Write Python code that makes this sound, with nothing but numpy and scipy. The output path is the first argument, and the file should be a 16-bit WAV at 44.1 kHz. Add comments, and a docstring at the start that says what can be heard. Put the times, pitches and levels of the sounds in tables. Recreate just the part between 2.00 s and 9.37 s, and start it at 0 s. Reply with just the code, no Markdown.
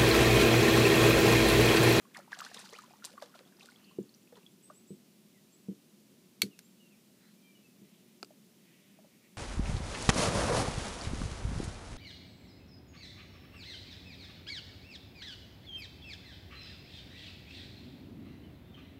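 """Turtles thrash at the surface of a pond a few metres away: wet slaps, spray and gulping bubbles
that ring as air pockets close, then a few last plops. Small birds chip and whistle from the trees
over a quiet hiss. Close by, the hand holding the camera bumps, clicks and taps its plastic case:
soft bumps set the hollow humming, sharp clicks ring the shell."""
import sys
import numpy as np
from scipy import signal
from scipy.fft import rfft, irfft, next_fast_len
from scipy.io import wavfile
from scipy.ndimage import map_coordinates

SR = 44100
rng = np.random.default_rng(int(sys.argv[2]) if len(sys.argv) > 2 else 0)


def generate_wav(signal):
    """Clip the signal to [-1, 1] and save it as 16-bit WAV at the path in sys.argv[1]."""
    frames = np.transpose(np.atleast_2d(signal))
    scaled = np.clip(frames, -1, 1) * 32767
    pcm = np.round(scaled).astype(np.int16)
    wavfile.write(sys.argv[1], SR, pcm)


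N = 325017

# Tone colour of water spray: freq_hz, level_db
SPRAY_SPECTRUM = [(600, -36), (1500, -22.5), (2600, 2), (4500, 5.5), (7000, -2), (10000, -6.5),
                  (15000, -23)]
# Paddling strokes: start_s, bubbling_db, spray_db, settle_t60_s
PADDLE_STROKES = [(0.14, -47.5, -61, .24), (0.303, -54, -60, 0.76), (0.378, -55.5, -55.5, 1),
                  (0.536, -53.5, -51.5, 0.88), (0.718, -52.5, -58.5, 0.5), (1.028, -57, -63, 0.73),
                  (1.212, -52.5, -52.5, 0.136), (1.345, -55.5, -61, 0.17), (1.59, -63.5, -60, 0.64),
                  (2.35, -62.5, -72, 0.3)]
# Resonances of the hollow case: pitch_hz, level_db, t60_s
HOLLOW_MODES = [(130, -11, 0.12), (198.3, -0.5, 0.1), (293.6, -25, 0.3), (359, -7, 0.079),
                (420, -17.5, 0.17)]


def amp(db):
    """Decibels to gain."""
    return 10 ** (np.asarray(db) / 20)


def unit(x):
    """Scale to rms 1."""
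    return x / np.sqrt(np.mean(x ** 2) + 1e-20)


def along(points, hz):
    """Read (freq_hz, value) points on a log frequency axis."""
    freqs, values = np.transpose(points)
    return np.interp(np.log(hz + 1), np.log(freqs), values)


def colour(spectrum, hz, tilt_db):
    """Gain of a spectrum at hz, tilted by tilt_db an octave above 500 Hz."""
    return amp(along(spectrum, hz) + tilt_db * np.log2(np.maximum(hz, 500)))


def wobble(rate):
    """A smooth random curve, rate knots a second."""
    knots = rng.standard_normal(int(N * rate / SR) + 4)
    grid = np.arange(0, N, 32)
    return np.interp(np.arange(N), grid, map_coordinates(knots, [grid * rate / SR]))


def filtered(x, gain):
    """x through a gain that depends on frequency."""
    size = next_fast_len(len(x) + 8192)
    return irfft(rfft(x, size) * gain(np.fft.rfftfreq(size, 1 / SR)), size)[:len(x)]


def noise(spectrum, size=N):
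    """Coloured noise of rms 1."""
    return unit(filtered(rng.standard_normal(size), lambda hz: amp(along(spectrum, hz))))


def dying(t, t60):
    """Exponential decay of 60 dB in t60."""
    return np.exp(-np.log(1000) * t / t60)


def ring(modes, t, scatter_db):
    """Damped modes, each at a slightly new strength on every hit."""
    return sum(amp(db + scatter_db * rng.normal()) * dying(t, t60) * np.sin(2 * np.pi * hz * t)
               for hz, db, t60 in modes)


def struck(x, spectrum, tilt_db=0):
    """Colour a hit through a minimum-phase filter of unit energy, which keeps the attack sharp."""
    size = 2048
    cepstrum = irfft(np.log(colour(spectrum, np.fft.rfftfreq(size, 1 / SR), tilt_db)))
    cepstrum[1:size // 2] *= 2
    cepstrum[size // 2:] = 0
    response = irfft(np.exp(rfft(cepstrum)))
    return signal.fftconvolve(x, response / np.linalg.norm(response))[:len(x)]


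def add(track, s, sound):
    """Mix a sound into the track at s seconds."""
    part = track[max(0, round(s * SR)):][:len(sound)]
    part += sound[:len(part)]


def outdoors(x, wet_db):
    """x with a diffuse echo from the banks and trees."""
    # Decay of the echo: freq_hz, t60_s
    echo_decay = [(200, 0.194), (1500, 0.28), (8000, 0.31), (15000, 0.106)]
    hz, t, bands = signal.stft(rng.standard_normal(SR // 2), SR, nperseg=256)
    tail = signal.istft(bands * dying(t, along(echo_decay, hz)[:, None]), SR, nperseg=256)[1]
    return x + amp(wet_db) * signal.fftconvolve(x, tail / np.linalg.norm(tail))[:N]


def air(hiss_db=-63, murmur_db=-68.5):
    """Steady hiss and a low murmur of air, which the hollow of the case colours."""
    # Tone colour of the hiss: freq_hz, level_db
    hiss_spectrum = [(15, -67.5), (25, -43), (79, -25), (209, 1.5), (359, -13), (457, -16), (598, -16.5),
                     (741, -22.5), (1570, -26.5), (2770, -22.5), (5430, -24), (7500, -25.5), (8130, -26),
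                     (15500, -27.5)]

    def hollow(hz):
        peaks = sum(amp(db) / (1 + ((hz - centre) / 28) ** 2) for centre, db, _ in HOLLOW_MODES)
        return peaks * hz ** 2 / (hz ** 2 + 120 ** 2)

    murmur = unit(filtered(rng.standard_normal(N), hollow))
    return amp(hiss_db) * noise(hiss_spectrum) + amp(murmur_db + 0.95 * wobble(4.7)) * murmur


def swell(s, db, t60, rise_s=0.0096):
    """Power of one stroke's wash: a quick rise, then the water settles."""
    age = np.maximum(np.arange(N) / SR - s, 0)
    return (amp(db) * np.minimum(age / rise_s, 1) * dying(np.maximum(age - rise_s, 0), t60)) ** 2


def agitation(stir_db=-69.5, dive_s=1.74, calm_t60_s=2.1):
    """Gains of bubbling and spray: strokes pile up on water that stays stirred until the turtles dive."""
    stir = amp(stir_db) * dying(np.maximum(np.arange(N) / SR - dive_s, 0), calm_t60_s)
    bubbling = stir ** 2 + sum(swell(s, db, t60) for s, db, _, t60 in PADDLE_STROKES)
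    spray = sum(swell(s, db, t60) for s, _, db, t60 in PADDLE_STROKES)
    return np.sqrt(bubbling), np.sqrt(spray)


def grains(count, centre_hz, spread, cycles, rise, uneven_db):
    """A steady swarm of tiny bubbles, each rising in pitch; rms 1."""
    draw = rng.random((count, 2))
    starts = (draw[:, :1] * N).astype(int)
    gain = amp(uneven_db * np.minimum(-np.log(draw[:, 1:]), 3))
    hz = np.clip(centre_hz * np.exp(spread * rng.standard_normal((count, 1))), 400, 14000)
    samples = np.arange(SR // 90)
    age = samples / SR * hz / cycles
    envelope = gain * (1 - np.exp(-6 * age)) * np.exp(-2 * age)
    chirp = np.sin(2 * np.pi * cycles * age * (1 + rise * np.minimum(age, 2) / 2))
    return unit(np.bincount((starts + samples).ravel(), (envelope * chirp).ravel(), N)[:N])


def churn(bubbling_gain, spray_gain):
    """Stirred water bubbles, tinkles with droplets and throws a fine spray."""
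    bubbling = grains(count=3000, centre_hz=1400, spread=0.488, cycles=7.4, rise=0.32, uneven_db=0)
    droplets = grains(count=900, centre_hz=3484, spread=0.394, cycles=10.1, rise=0.167, uneven_db=6)
    fizz = grains(count=2400, centre_hz=6100, spread=0.31, cycles=3, rise=0.091, uneven_db=8)
    mist = noise(SPRAY_SPECTRUM) * amp(2.8 * wobble(81))
    spray = amp(-4) * droplets + amp(-3) * fizz + amp(-2.5) * mist
    return amp(-3.5) * bubbling_gain * bubbling + spray_gain * spray


def strays(bubbling_gain, count=80, centre_hz=1195, spread_octaves=0.75, glide_spread=0.119):
    """Lesser bubbles, as strong as the water is stirred: rows of start_s, pitch_hz, gain, glide."""
    last_stroke_s = PADDLE_STROKES[-1][0]
    starts = (np.arange(count) + rng.random(count)) / count * last_stroke_s
    pitch, strength, glide = rng.standard_normal((count, 3)).T
    gain = bubbling_gain[(starts * SR).astype(int)] * amp(6 + 3 * strength)
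    return list(zip(starts, centre_hz * 2 ** (spread_octaves * pitch), gain, glide_spread * glide))


def bubbles(bubbling_gain, roughness=0.23, glide_s=0.015, after_ring_db=-20):
    """Air pockets ring and glide as they near the surface; the moving water roughens each note."""
    # Large air pockets closing: start_s, pitch_hz, level_db, glide_octaves_per_10ms
    air_pockets = [(0.052, 1118, -51.5, -0.031), (0.148, 2130, -36, 0.045), (0.165, 1645, -37.5, 0.43),
                   (0.190, 597.6, -44, -0.085), (0.200, 1230, -46.5, 0.45), (0.278, 830, -49, 0.22),
                   (0.320, 1860, -46.5, -0.064), (0.329, 1657, -28.5, -0.12), (0.404, 1376, -35, -0.0067),
                   (0.417, 1100, -34, 0.42), (0.464, 1480, -38, 0.13), (0.514, 713, -47.5, 0),
                   (0.566, 1090, -44.5, -0.15), (0.641, 970, -46.5, -0.21), (0.788, 1240, -37.5, 0.023),
                   (0.837, 1036, -44.5, -0.047), (0.908, 698, -51, 0.03), (0.936, 840, -49, 0.12),
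                   (1.023, 1400, -46.5, -0.047), (1.045, 980, -49, 0.051), (1.137, 576, -52, -0.12),
                   (1.178, 1190, -37.5, -0.12), (1.223, 657, -35.5, -.3), (1.341, 1400, -47.5, -0.106),
                   (1.352, 720, -47.5, -0.25), (1.407, 512, -51, 0.014), (1.760, 3210, -47, 0.31),
                   (1.846, 4330, -48.5, 0.051), (1.911, 1015, -55.5, 0.11), (1.687, 1436, -45.5, 0.019),
                   (2.147, 5700, -46, 0.027), (2.325, 484, -46.5, -0.0094), (2.367, 1037, -48.5, -.15),
                   (2.375, 420, -50, -0.054), (2.464, 3330, -43.5, 0.026), (2.700, 1085, -43.5, .3),
                   (2.703, 650, -47.5, -.1), (6.306, 640, -51.5, -0.079), (6.988, 672, -51, -.1),
                   (7.045, 640, -52.5, -.2)]
    out, t = np.zeros(N), np.arange(SR // 10) / SR
    pinch_off = 1 - np.exp(-t / 0.0007)
    turbulence = noise([(150, 0.5), (400, -1), (1500, -31)], size=next_fast_len(N))
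    flutter = 1 + roughness * signal.hilbert(turbulence)
    large = [(s, hz, amp(db), glide) for s, hz, db, glide in air_pockets]
    for s, hz, gain, glide in large + strays(bubbling_gain):
        pitch = hz * 2 ** (glide * np.minimum(t, glide_s) / 0.01)
        t60 = 0.034 * (1000 / hz) ** 0.692  # small, high bubbles die sooner
        fade = dying(t, t60) + amp(after_ring_db) * dying(t, t60 * 3.6)
        tone = np.exp(2j * np.pi * np.cumsum(pitch) / SR)
        note = np.imag(flutter[int(s * SR):][:len(t)] * tone)
        add(out, s, gain * note * pinch_off * fade)
    return out


def slaps():
    """Shells and feet smack the surface: a sharp tick, a burst of spray and a lower splash."""
    # Smacks on the water: start_s, level_db, splash_boost_db
    smacks = [(0.171, -33.5, -7), (0.1903, -41.5, -13), (0.3204, -39, 4.5), (0.39, -31, 1),
              (0.4412, -37.5, 10), (0.4493, -30.5, 0), (0.5459, -30.5, -3.5), (0.7304, -41.5, 12.5),
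              (0.7869, -37.5, -12), (1.043, -31, -1), (1.0495, -24, -11), (1.0545, -26, -18),
              (1.0615, -33, -13), (1.2236, -35.5, 3.5), (1.391, -40.5, 7.5), (1.658, -38, -11),
              (2.3242, -58, 18.5), (2.370, -56, 17.5)]
    splash_spectrum = [(100, -49), (450, -2), (1800, -1), (4000, -46), (12000, -52)]
    out, t = np.zeros(N), np.arange(SR // 12) / SR
    spray_fade = amp(-11.5) * dying(t, 0.0059) + amp(-22) * dying(t, 0.048)
    for s, db, splash_db in smacks:
        spatter, slosh = rng.standard_normal((2, len(t)))
        tilt_db = -0.5 - 0.52 * splash_db  # less splash, brighter smack
        burst = struck((t == 0) + spatter * spray_fade, SPRAY_SPECTRUM, tilt_db)
        splash = struck(slosh * dying(t, 0.06), splash_spectrum)
        add(out, s, amp(db) * (burst + amp(splash_db - 21) * splash))
    return out


def drips(count=36, first_s=0.37, last_s=2.55, centre_hz=4840, spread_octaves=0.46, t60_s=0.015):
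    """Thrown drops fall back on the pond with tiny high plinks."""
    out, t = np.zeros(N), np.arange(SR // 30) / SR
    starts = np.interp((np.arange(count) + rng.random(count)) / count, [0, 1], [first_s, last_s])
    for s, (pitch, strength) in zip(starts, rng.standard_normal((count, 2))):
        hz = centre_hz * 2 ** (spread_octaves * pitch)
        add(out, s, amp(-57 + 3 * strength) * dying(t, t60_s) * np.sin(2 * np.pi * hz * t))
    return out


def far_calls(trim_db=-2.5):
    """Distant bird calls, smeared by the trees into a wavering blur."""
    # Bands of birdsong: start_s, length_s, centre_hz, level_db, half_width_octaves
    calls = [(1.716, .32, 2800, -70, 0.14), (5.078, .28, 1700, -71, 0.35), (5.699, 0.59, 2680, -73, 0.52),
             (6.454, 0.647, 2400, -71, 0.54), (6.917, 0.61, 2266, -73.5, .3)]
    out = np.zeros(N)
    waver = amp(3 * wobble(30))
    for s, length, hz, db, width in calls:
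        size = int(length * SR)
        blur = noise([(hz * 2 ** (width * k), -6 * k * k) for k in range(-3, 4)], size)
        envelope = np.hanning(size) * np.roll(waver, -int(s * SR))[:size]
        add(out, s, amp(db + trim_db) * envelope * blur)
    return out


def bumps(rebound_s=0.0203, rebound_db=-15.5, port_hz=108):
    """The hand pushes the case and settles: a dull thud each time, then its hollow hums and shudders."""
    # Soft pushes on the case: start_s, level_db, contact_s, hum_db
    pushes = [(1.9861, -21, 0.00605, -7.5), (2.9050, -37, 0.0066, 3), (3.6849, -31.5, 0.0083, 3.5),
              (4.4328, -33, 0.0065, 6), (5.815, -54.5, 0.00913, 8.5), (6.229, -43, 0.005, -6.5)]
    shudder_spectrum = [(50, -25), (130, 11), (450, 7.5), (700, -33), (2000, -45)]
    out, t = np.zeros(N), np.arange(SR // 5) / SR
    rebounds = [(s + rebound_s, db + rebound_db, contact * 1.36, hum_db)
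                for s, db, contact, hum_db in pushes]
    for s, db, contact, hum_db in pushes + rebounds:
        progress = np.minimum(t / contact, 1)
        thud = np.sin(np.pi * progress) * np.sin(4 * np.pi * progress)  # the wall flexes in and out twice
        shudder = amp(-12) * dying(t, 0.18) * noise(shudder_spectrum, len(t))
        hum = (ring(HOLLOW_MODES, t, scatter_db=1) + shudder) * (1 - np.exp(-t / 0.003))
        add(out, s, amp(db) * (amp(-3) * thud + amp(hum_db) * hum))
    # the small microphone port passes no deep bass
    return signal.sosfilt(signal.butter(2, port_hz, "high", fs=SR, output="sos"), out)


def bird_note(pitch):
    """A pure note on a pitch curve, swelling and fading."""
    envelope = np.sqrt(np.abs(np.sin(np.linspace(0, np.pi, len(pitch)))))
    return envelope * np.sin(2 * np.pi * np.cumsum(pitch) / SR)


def chips(length_s=0.054, scoop_depth=0.13, rise_s=0.0152, trim_db=-2.5):
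    """A small bird's high chips, each scooping up toward its top pitch."""
    # Chip notes: start_s, top_hz, level_db
    notes = [(2.624, 8440, -56), (2.736, 8050, -58.5), (2.87, 8150, -59.5), (3.517, 7900, -61),
             (4.625, 7590, -65.5)]
    out, t = np.zeros(N), np.arange(int(length_s * SR)) / SR
    scoop = 1 - scoop_depth * np.exp(-t / rise_s)
    for s, top_hz, db in notes:
        add(out, s, amp(db + trim_db) * bird_note(top_hz * scoop))
    return out


def whistles(slur_power=1.42, trim_db=-0.5):
    """A songbird's slurred whistles hold their pitch, then bend away, mostly downward."""
    # Whistled notes: start_s, length_s, pitch_hz, fall_octaves, level_db
    notes = [(3.332, 0.0646, 2140, 0.21, -73), (4.507, .045, 2940, 0.26, -63.5),
             (4.797, 0.041, 2954, 0.112, -65), (4.83, 0.0564, 2806, 0.055, -65.5),
             (4.894, .062, 2810, 0.356, -69), (5.174, .17, 3960, -.08, -75),
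             (5.37, 0.201, 2386, 0.044, -68.5), (5.42, .06, 3230, .06, -72), (5.547, 0.037, 2983, .08, -65),
             (5.629, .085, 2646, 0.055, -68)]
    out = np.zeros(N)
    for s, length, hz, fall, db in notes:
        slur = np.linspace(0, 1, int(length * SR)) ** slur_power
        add(out, s, amp(db + trim_db) * bird_note(hz * 2 ** (-fall * slur)))
    return out


def clicks():
    """The plastic case snaps: a spike, a brief rattle with a weak tail, and the ring of its shell."""
    # Sharp snaps: start_s, level_db, tilt_db_per_octave, ring_db
    snaps = [(4.4186, -12, -2.5, -3), (4.4212, -26, 9, -7), (4.433, -30, -4.5, -17),
             (4.5907, -36.5, -3.5, -27)]
    # Tone colour of the crack: freq_hz, level_db
    crack_spectrum = [(100, -57), (400, -22.5), (850, -22.5), (1400, -10), (4600, 2), (5800, -0.5),
                      (8000, -0.5), (10500, 0), (12000, -1), (15000, -8.5)]
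    # Resonances of the plastic shell: pitch_hz, level_db, t60_s
    shell_modes = [(1530, -10, 0.0074), (2210, -14, 0.028), (2264, -11.5, 0.038), (3230, -19, 0.015),
                   (3330, -10, 0.023), (4053, -10, 0.031), (4350, -11, 0.06), (4440, -5.5, 0.036),
                   (5016, -25.5, 0.034), (6330, -30, 0.05)]
    out, t = np.zeros(N), np.arange(SR // 5) / SR
    low_cut = signal.butter(4, 1300, "high", fs=SR, output="sos")
    attack = 1 - np.exp(-t / 0.000335)
    for s, db, tilt_db, ring_db in snaps:
        rattle = rng.standard_normal(len(t)) * (amp(-6) * dying(t, 0.014) + amp(-29.5) * dying(t, 0.14))
        crack = struck((t == 0) + rattle, crack_spectrum, tilt_db)
        shell = signal.sosfilt(low_cut, ring(shell_modes, t, scatter_db=-1.5))
        add(out, s, amp(db) * (crack + amp(ring_db) * shell * attack))
    return out


def taps():
    """A fingertip taps the case: a dry knock with no ring."""
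    # Fingertip knocks: start_s, level_db, tilt_db_per_octave
    knocks = [(6.2292, -16.5, -0.5), (6.2468, -34, 5.5)]
    # Tone colour of a knock: freq_hz, level_db
    knock_spectrum = [(120, -35.5), (400, -0.5), (850, -6), (1400, -0.5), (1900, -22), (2450, -6),
                      (3500, -15), (4900, -6), (5500, -19), (8000, -16), (10000, -29), (15000, -38)]
    out, t = np.zeros(N), np.arange(SR // 20) / SR
    for s, db, tilt_db in knocks:
        rattle = amp(-21) * rng.standard_normal(len(t)) * dying(t, 0.02)
        add(out, s, amp(db) * struck((t == 0) + rattle, knock_spectrum, tilt_db))
    return out


def scene():
    """Pond and birds with their echo, a bed of air, and the knocks of the case dry and close."""
    bubbling_gain, spray_gain = agitation()
    splashing = churn(bubbling_gain, spray_gain) + bubbles(bubbling_gain) + slaps() + drips()
    water = outdoors(splashing, wet_db=-15)
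    birds = outdoors(far_calls() + chips() + whistles(), wet_db=-5)
    return (water + birds + air() + bumps() + clicks() + taps())[None]


def record(dry):
    """The camera's band limit cuts off the highest treble."""
    top_hz, fade_hz = 15500, 400
    return filtered(dry[0], lambda hz: np.clip((top_hz - hz) / fade_hz + 0.5, 0, 1))[None]


dry = scene()
out = record(dry)
generate_wav(out)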